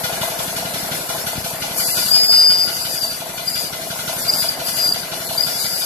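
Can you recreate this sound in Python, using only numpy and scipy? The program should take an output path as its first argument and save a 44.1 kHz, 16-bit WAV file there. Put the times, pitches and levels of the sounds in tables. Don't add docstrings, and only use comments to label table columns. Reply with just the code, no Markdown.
import sys
import numpy as np
from scipy import signal
from scipy.fft import rfft, irfft, next_fast_len
from scipy.io import wavfile
from scipy.ndimage import uniform_filter1d, map_coordinates

SR = 44100
rng = np.random.default_rng(int(sys.argv[2]) if len(sys.argv) > 2 else 0)


def rack_gain(trim_db):
    fader = np.asarray(trim_db, float)
    return 10 ** (fader / 20)


def log_audio(samples):
    frames = np.atleast_2d(samples).T
    limited = np.clip(frames, -1, 1)
    pcm = np.round(limited * 32767).astype(np.int16)
    wavfile.write(sys.argv[1], SR, pcm)


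N = 257984

# time in seconds, flow level in dB.
STEAM_FLOW = [(0.0, -30), (1.755, -32), (1.78, -21.5), (2.31, -26), (2.64, -29.5), (2.93, -28.5),
              (3.32, -35.5), (3.63, -27.5), (3.7, -35), (4.02, -32), (4.22, -29), (4.45, -25),
              (4.56, -36.5), (4.69, -26.5), (4.81, -25.5), (5.05, -34.5), (5.46, -28.5), (5.85, -26.5)]
MEAN_FLOW_DB = -28
# time in seconds, turns done.
CRANK_TURNS = [(-0.127, -1), (1.455, 8), (3.565, 20), (5.129, 29), (6.0015, 34)]
# time in seconds, bell level in dB, pitch in Hz.
LONG_TUG_PHASES = [
    [(1.72, -47, 4720), (1.8, -34, 4720), (1.95, -29, 4830), (2.07, -22, 4800), (2.118, -19, 4710)],
    [(2.14, -7, 4900), (2.19, -12, 4907), (2.24, -11, 4910), (2.275, -16, 4905), (2.3, -9, 4895),
     (2.42, -8, 4868), (2.52, -10, 4866), (2.57, -16, 4865), (2.62, -12, 4865)],
    [(2.7, -25, 4862), (2.9, -27, 4853), (3.0, -23, 4850), (3.04, -22, 4710), (3.15, -34, 4703),
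     (3.25, -51, 4700)],
]
# time in seconds, bell level in dB, pitch in Hz.
SHORT_TUGS = [
    [(3.44, -52, 4775), (3.48, -24, 4810), (3.51, -28, 4870), (3.57, -22, 4865), (3.66, -29, 4835),
     (3.73, -45, 4815)],
    [(4.26, -43, 4640), (4.283, -15, 4700), (4.302, -12, 4870), (4.316, -34, 4850), (4.335, -18, 4853),
     (4.41, -17, 4875), (4.46, -26, 4850), (4.5, -25, 4750), (4.58, -42, 4750)],
    [(4.64, -44, 4705), (4.675, -24, 4850), (4.78, -27, 4865), (4.805, -15, 4870), (4.86, -17, 4830),
     (4.9, -19, 4765), (4.95, -25, 4745), (5.03, -34, 4720), (5.1, -52, 4725)],
    [(5.365, -44, 4700), (5.385, -18, 4760), (5.41, -15, 4850), (5.44, -19, 4858), (5.48, -26, 4868),
     (5.6, -25, 4885), (5.75, -24, 4878), (5.85, -25, 4875)],
]
TOP_HZ = 13040


def unit(x):
    return x / np.sqrt(np.mean(x ** 2) + 1e-20)


def along(points, hz):
    f, v = np.transpose(points)
    return np.interp(np.log(hz + 1), np.log(f + 1), v)


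def curves(rows):
    s, *cols = np.transpose(rows)
    return [np.interp(np.arange(N) / SR, s, c) for c in cols]


def wobble(rate_hz, channels=1):
    knots = rng.standard_normal((channels, N // 100))
    return np.array([map_coordinates(k, [np.arange(N) * rate_hz / SR]) for k in knots])


def filtered(x, response):
    m = next_fast_len(N + SR // 2)
    return irfft(rfft(x, m) * response(np.fft.rfftfreq(m, 1 / SR)), m)[..., :N]


def body(x, modes):
    def response(f):
        total = 0
        for k, (centre, width, db) in enumerate(modes):
            damping = 1j * f * width
            total = total + (-1) ** k * rack_gain(db) * damping / (centre * centre - f * f + damping)
        return total
    return filtered(x, response)


def rush(spectrum, alike, patchy_db):
    z = signal.stft(rng.standard_normal((2, N + 512)), nperseg=512)[2]
    field = uniform_filter1d(rng.standard_normal(z.shape[1:]), 6, 0)
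    field = uniform_filter1d(field, 8, 1)
    pair = signal.istft(z * rack_gain(patchy_db * unit(field)), nperseg=512)[1][:, :N]

    def response(hz):
        turn = np.arccos(np.clip(along(alike, hz), -1, 1)) / 2
        return rack_gain(along(spectrum, hz)) * [np.cos(turn), np.sin(turn)]
    mid, side = filtered(pair, response)
    return unit(np.array([mid + side, mid - side]))


def puffs(s, db, rise_s, fall_s):
    inside = (s >= 0) & (s < N / SR)
    marks = np.bincount((s[inside] * SR).astype(int), rack_gain(db)[inside], N)
    t = np.arange(SR // 4) / SR
    pulse = (1 - np.exp(-t / rise_s)) * np.exp(-t / fall_s)
    return np.abs(signal.fftconvolve(marks, pulse)[:N])


def ports(x, alike, left_db, lag_samples):
    turn = np.arccos(np.clip(alike, 0, 1)) / 2
    left = np.cos(turn) * x[0] + np.sin(turn) * x[1]
    right = np.cos(turn) * x[0] - np.sin(turn) * x[1]
    right = filtered(right, lambda hz: np.exp(-2j * np.pi * hz * lag_samples / SR))
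    return np.array([rack_gain(left_db / 2) * left, rack_gain(-left_db / 2) * right])


def each_turn(angles, slop_s):
    # time in seconds, gain in dB.
    nearness = [(0, 4), (.7, 1.5), (2.0, 0), (2.4, -3), (3.5, -3.5), (4.1, 0), (4.6, -1.5), (5.3, -1),
                (5.85, -6)]
    s, turns = np.transpose(CRANK_TURNS)
    at = np.interp(np.arange(turns[0], turns[-1])[:, None] + angles, turns, s)
    at = at + slop_s * rng.standard_normal(at.shape)
    return at, np.interp(at, *np.transpose(nearness))


def yard(x):
    # frequency in Hz, t60 in seconds.
    decay_s = [(150, 0.12), (500, 0.069), (1000, 0.4), (5000, 0.43), (12000, 0.029)]
    hz, t, z = signal.stft(rng.standard_normal((2, SR // 2)), SR, nperseg=256)
    fade_db = -60 * t / along(decay_s, hz)[:, None]
    tail = signal.istft(z * rack_gain(fade_db), SR, nperseg=256)[1]
    tail = tail / np.linalg.norm(tail[0])
    late = np.pad(x, ((0, 0), (300, 0)))
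    left, right = signal.fftconvolve(late, tail, axes=1)[:, :N]
    side = filtered((left - right) / 2, lambda f: f ** 2 / (f ** 2 + 450 ** 2))
    return (left + right) / 2 + np.array([side, -side])


def running_gear():
    # time in seconds, rumble level in dB, wind on the left port in dB.
    gear_levels = [(0.0, -31.5, -60.5), (3.5, -36.5, -113), (4.5, -33.5, -76), (5.85, -36, -68)]
    # frequency in Hz, density in dB per Hz.
    rumble_spectrum = [(15, -50), (30, -10.5), (80, -20), (150, -8.5), (270, -9.5), (340, -10.5),
                       (430, -11.5), (680, -4), (780, -9.5), (1170, -15), (1440, -10.5), (1880, -17.5),
                       (3000, -20.5), (4500, -43)]
    # frequency in Hz, likeness 0-1.
    rumble_alike = [(60, .95), (200, .97), (400, .78), (700, .4), (1500, .05)]
    # frequency in Hz, density in dB per Hz.
    wind_spectrum = [(25, 1), (60, 14), (130, -28), (250, -21), (500, -6)]
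    # time in seconds, level in dB.
    hand_bumps = [
        (1.24, -13),
        (1.376, 0),
        (1.41, -11),
    ]
    plate_modes = [(75, 40, -3), (120, 50, 0), (250, 90, 0)]  # Hz, width Hz, dB

    gear_db, wind_db = curves(gear_levels)
    rumble = rack_gain(gear_db + 0.5 + 0.56 * wobble(13)) * rush(rumble_spectrum, rumble_alike, patchy_db=2.0)
    gusts_db = 2 * wobble(9)
    wind = rack_gain(wind_db + gusts_db) * rush(wind_spectrum, [(60, 0)], patchy_db=-8) * rack_gain([[0], [-12]])
    s, db = np.transpose(hand_bumps)
    bump = body(puffs(s, db, rise_s=.0007, fall_s=.0012), plate_modes) * rack_gain([[3], [-3]])
    return rumble + wind + bump


def exhaust():
    # crank angle in turns, thump level in dB, chuff level in dB.
    strokes = [
        (0, -26, -25.5),
        (.5, -28.5, -31),
    ]
    # frequency in Hz, width in Hz, level in dB.
    boiler_modes = [(80, 35, -8), (143, 42, 0), (185, 55, -1), (272, 30, -7), (390, 40, -10)]
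    # frequency in Hz, width in Hz, level in dB.
    ring_modes = [(1437, 60, 0)]
    # frequency in Hz, width in Hz, level in dB.
    chimney_modes = [(2038, 22.3, 3), (2362, 84, -1.5), (2959, 148, 0), (3448, 124, 2), (4250, 650, -2.5),
                     (6110, 560, -6)]
    thump_db_per_near_db, chuff_db_per_near_db = 0.84, 0.58
    thump_scatter_db, chuff_scatter_db = 1.5, 1.5

    angle, thump_db, chuff_db = np.transpose(strokes)
    s, near_db = each_turn(angle, slop_s=.001)
    luck = rng.standard_normal((2,) + s.shape)
    thump_db = (thump_db + thump_db_per_near_db * near_db + thump_scatter_db * luck[0]).ravel()
    chuff_db = (chuff_db + chuff_db_per_near_db * near_db + chuff_scatter_db * luck[1]).ravel()
    s = s.ravel()

    push = puffs(s - .016, thump_db + 29, rise_s=0.0013, fall_s=0.00069)
    rebound = puffs(s + 0.01556, thump_db + 19.5, rise_s=.001, fall_s=0.00065)
    thump = body(push + rebound, boiler_modes) * rack_gain([[.8], [-.8]])

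    blast = puffs(s - .014, chuff_db + 31.5, rise_s=0.0078, fall_s=0.0082) * rng.standard_normal((2, N))
    ring = ports(body(blast, ring_modes), alike=0.081, left_db=-2.0, lag_samples=15.3)
    gasp = puffs(s - .016, chuff_db + 15.0, rise_s=0.0049, fall_s=0.029) * rng.standard_normal((2, N))
    chuff = ports(body(gasp, chimney_modes), alike=0.32, left_db=2, lag_samples=3.9)
    return thump, ring + chuff


def valve_gear():
    # crank angle in turns, level in dB.
    knocks = [
        (.065, -18.5),
        (.3, -20),
        (.53, -26),
        (.775, -22.5),
    ]
    # frequency in Hz, width in Hz, level in dB.
    frame_modes = [(503.5, 11.6, -2.5), (700, 300, -11), (680.6, 63.3, 10), (704, 85, 6.5),
                   (800, 170, -1.5), (1088, 70, -9)]
    knock_db_per_near_db, scatter_db = 1.36, 1.8

    angle, db = np.transpose(knocks)
    s, near_db = each_turn(angle, slop_s=.003)
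    db = (db + knock_db_per_near_db * near_db + scatter_db * rng.standard_normal(s.shape)).ravel()
    s = s.ravel()
    blow = puffs(s - .006, db + 22, rise_s=0.000067, fall_s=.00025)
    scuff = puffs(s - .007, db + 12.5, rise_s=.001, fall_s=0.0075) * rng.standard_normal((2, N))
    return ports(body(blow * [[1], [.4]] + scuff, frame_modes), alike=.55, left_db=2.5, lag_samples=-5)


def steam():
    # frequency in Hz, density in dB per Hz.
    fizz_spectrum = [(5000, -31), (7000, -4), (8500, -4.5), (10500, 0.5), (12600, 2), (14500, -2)]
    # frequency in Hz, density in dB per Hz.
    roar_spectrum = [(1200, -7.5), (2200, -1), (3200, -7), (4300, 2.5), (5200, 3), (7000, -1.5),
                     (9000, -9.5), (12000, -39)]
    roar_mean_db, roar_db_per_flow_db = -31.5, 0.9
    leak_swell_db, jet_swell_db, jet_opens_s = 2.5, -0.2, 1.6

    t = np.arange(N) / SR
    fizz_db, = curves(STEAM_FLOW)
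    roar_db = roar_mean_db + roar_db_per_flow_db * (fizz_db - MEAN_FLOW_DB)
    turn = np.interp(t, *np.transpose(CRANK_TURNS)) + .075
    pressure = uniform_filter1d(1 - 2 * (turn % 1), size=400)
    swell_db = np.where(t < jet_opens_s, leak_swell_db, jet_swell_db) * pressure
    spit_db = 1.18 * wobble(25) + 0.5 * wobble(150)
    fizz = rack_gain(fizz_db + 5.0 + swell_db + spit_db) * rush(fizz_spectrum, [(60, 0.015)], patchy_db=1.0)
    roar = rack_gain(roar_db + 0.7 * swell_db + spit_db) * rush(roar_spectrum, [(60, 0.18)], patchy_db=3.5)
    return (fizz + roar) * rack_gain([[2.1], [-2.1]])


def bell_breath():
    # frequency in Hz, width in Hz, level in dB.
    bell_modes = [(4735, 330, 0)]
    mean_db, db_per_flow_db = -33.5, 0.6

    flow_db, = curves(STEAM_FLOW)
    bell_db = curves(np.concatenate(LONG_TUG_PHASES + SHORT_TUGS))[0]
    open_valve = np.clip((bell_db + 48) / 14, 0, 1)
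    hiss = unit(body(body(rng.standard_normal((2, N)), bell_modes), bell_modes))
    level_db = mean_db + db_per_flow_db * (flow_db - MEAN_FLOW_DB) + 2.2 * wobble(30)
    return open_valve * rack_gain(level_db) * hiss * rack_gain([[2.1], [-2.1]])


def whistle():
    # time in seconds, left dB, right dB, length in seconds.
    sputters = [(2.118, -10, -22, 0.005), (3.039, -20, -17.5, 0.0098), (3.103, -37, -29, 0.04),
                (3.484, -16, -21, 0.0083), (4.299, -19, -15, 0.0052), (4.338, -15, -11, 0.0015),
                (4.492, -13, -15, 0.0042), (4.88, -27, -34, 0.0019), (4.892, -8, -31, 0.0016),
                (4.903, -20, -25, 0.0024), (4.925, -8.5, -10.5, 0.0021), (4.937, -33, -29, 0.0011),
                (5.382, -11.5, -19, 0.0048), (5.409, -8, -28, 0.0025), (5.425, -27, -22, 0.0016),
                (5.438, -9, -24, 0.0024)]
    # time in seconds, left lead in rad.
    port_lead = [(2.05, .6), (2.15, 2.3), (2.2, 2.8), (2.33, 2.2), (2.42, .4), (2.5, 2.2), (2.55, 1.2),
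                 (2.65, 1.6), (2.72, 3), (3.0, 2), (3.04, .5), (3.5, .5), (4.3, 1), (4.4, 1.6), (4.7, 2),
                 (4.81, 0), (5.43, .7), (5.49, 2.5)]
    bell_left_db, pan_wander_db = 5.5, 2.5

    t = np.arange(N) / SR
    left_db, pitch_hz = curves(np.concatenate(LONG_TUG_PHASES + SHORT_TUGS))
    right_db = left_db - bell_left_db + pan_wander_db * wobble(8.2)[0]
    level_db = np.array([left_db, right_db])
    phase = 2 * np.pi * np.cumsum(pitch_hz + 5 * wobble(40)[0]) / SR
    lead_rad = curves(port_lead)[0] + .3 * wobble(12)[0]

    def jitter():
        return unit(wobble(60, channels=2) + .5 * wobble(400, channels=2))
    lock = np.clip((left_db + 28) / 14, .02, .985)
    noise = np.sqrt((1 - lock) / 2) * (jitter() + 1j * jitter())
    swing = rack_gain(level_db) * (np.sqrt(lock) + noise)
    swing = swing * np.clip((left_db + 44) / 10, 0, 1)
    for s, sputter_left_db, sputter_right_db, length_s in sputters:
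        pulse = np.exp(-((t - s) / length_s) ** 2)
        swing = swing + rack_gain([[sputter_left_db], [sputter_right_db]]) * pulse
    port_phase = phase + np.array([[.5], [-.5]]) * lead_rad
    return np.sqrt(2) * np.real(swing * np.exp(1j * port_phase))


def scene():
    thump, chimney = exhaust()
    clatter = chimney + valve_gear()
    walls = rack_gain(-5.5) * yard(clatter + 0.21 * thump)
    return thump + clatter + walls + running_gear() + steam() + whistle() + bell_breath()


def starved(x, margin_db, spread_db, depth_db, coarse_db):
    # Hz, dB
    bar_shape = [(1650, -20), (1900, 0), (4100, 0), (4500, -1.5), (5300, 1), (6300, -3), (9500, -4.5),
                 (10800, -10)]
    wide_bins, long_frames = 4, 3
    hz, _, z = signal.stft(np.array([x[0] + x[1], x[0] - x[1]]) / 2, SR, nperseg=1024)
    band = np.arange(z.shape[1]) // wide_bins
    frame = np.arange(z.shape[2]) // long_frames

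    cell = uniform_filter1d(np.abs(z) ** 2, size=wide_bins, axis=1)
    cell = uniform_filter1d(cell, size=long_frames, axis=2)
    cell = np.abs(cell[:, wide_bins // 2::wide_bins, long_frames // 2::long_frames]) + 1e-20
    cell = np.pad(cell, ((0, 0), (0, 1), (0, 1)), "edge")
    luck_db = spread_db * unit(uniform_filter1d(rng.standard_normal(cell.shape), size=2, axis=2))
    cell = cell[:, band][:, :, frame]
    luck_db = luck_db[:, band][:, :, frame]

    hiss = np.median(cell[:, (hz > 5500) & (hz < TOP_HZ)], axis=1, keepdims=True)
    bar_db = margin_db + along(bar_shape, hz)[:, None]
    sunk = 10 * np.log10(cell / hiss) + luck_db < bar_db
    steps = rng.standard_normal(z.shape)[:, np.arange(z.shape[1]) // 2][:, :, frame]
    streak_db = coarse_db * steps * (hz > 1500)[:, None] * (cell < 8 * hiss)
    mid, side = signal.istft(z * rack_gain(streak_db - depth_db * sunk), SR, nperseg=1024)[1][:, :N]
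    return np.array([mid + side, mid - side])


def top_cut(x):
    return signal.sosfilt(signal.butter(12, 14390, fs=SR, output="sos"), x)


def record(dry):
    held = dry / (1 + np.abs(dry / .97) ** 8) ** (1 / 8)
    thin = starved(held, margin_db=-5.2, spread_db=3.6, depth_db=40, coarse_db=2.2)
    mix = filtered(thin, lambda hz: (hz < TOP_HZ) * 1j * hz / (45 + 1j * hz))
    return top_cut(mix)


dry = scene()
out = record(dry)
log_audio(out)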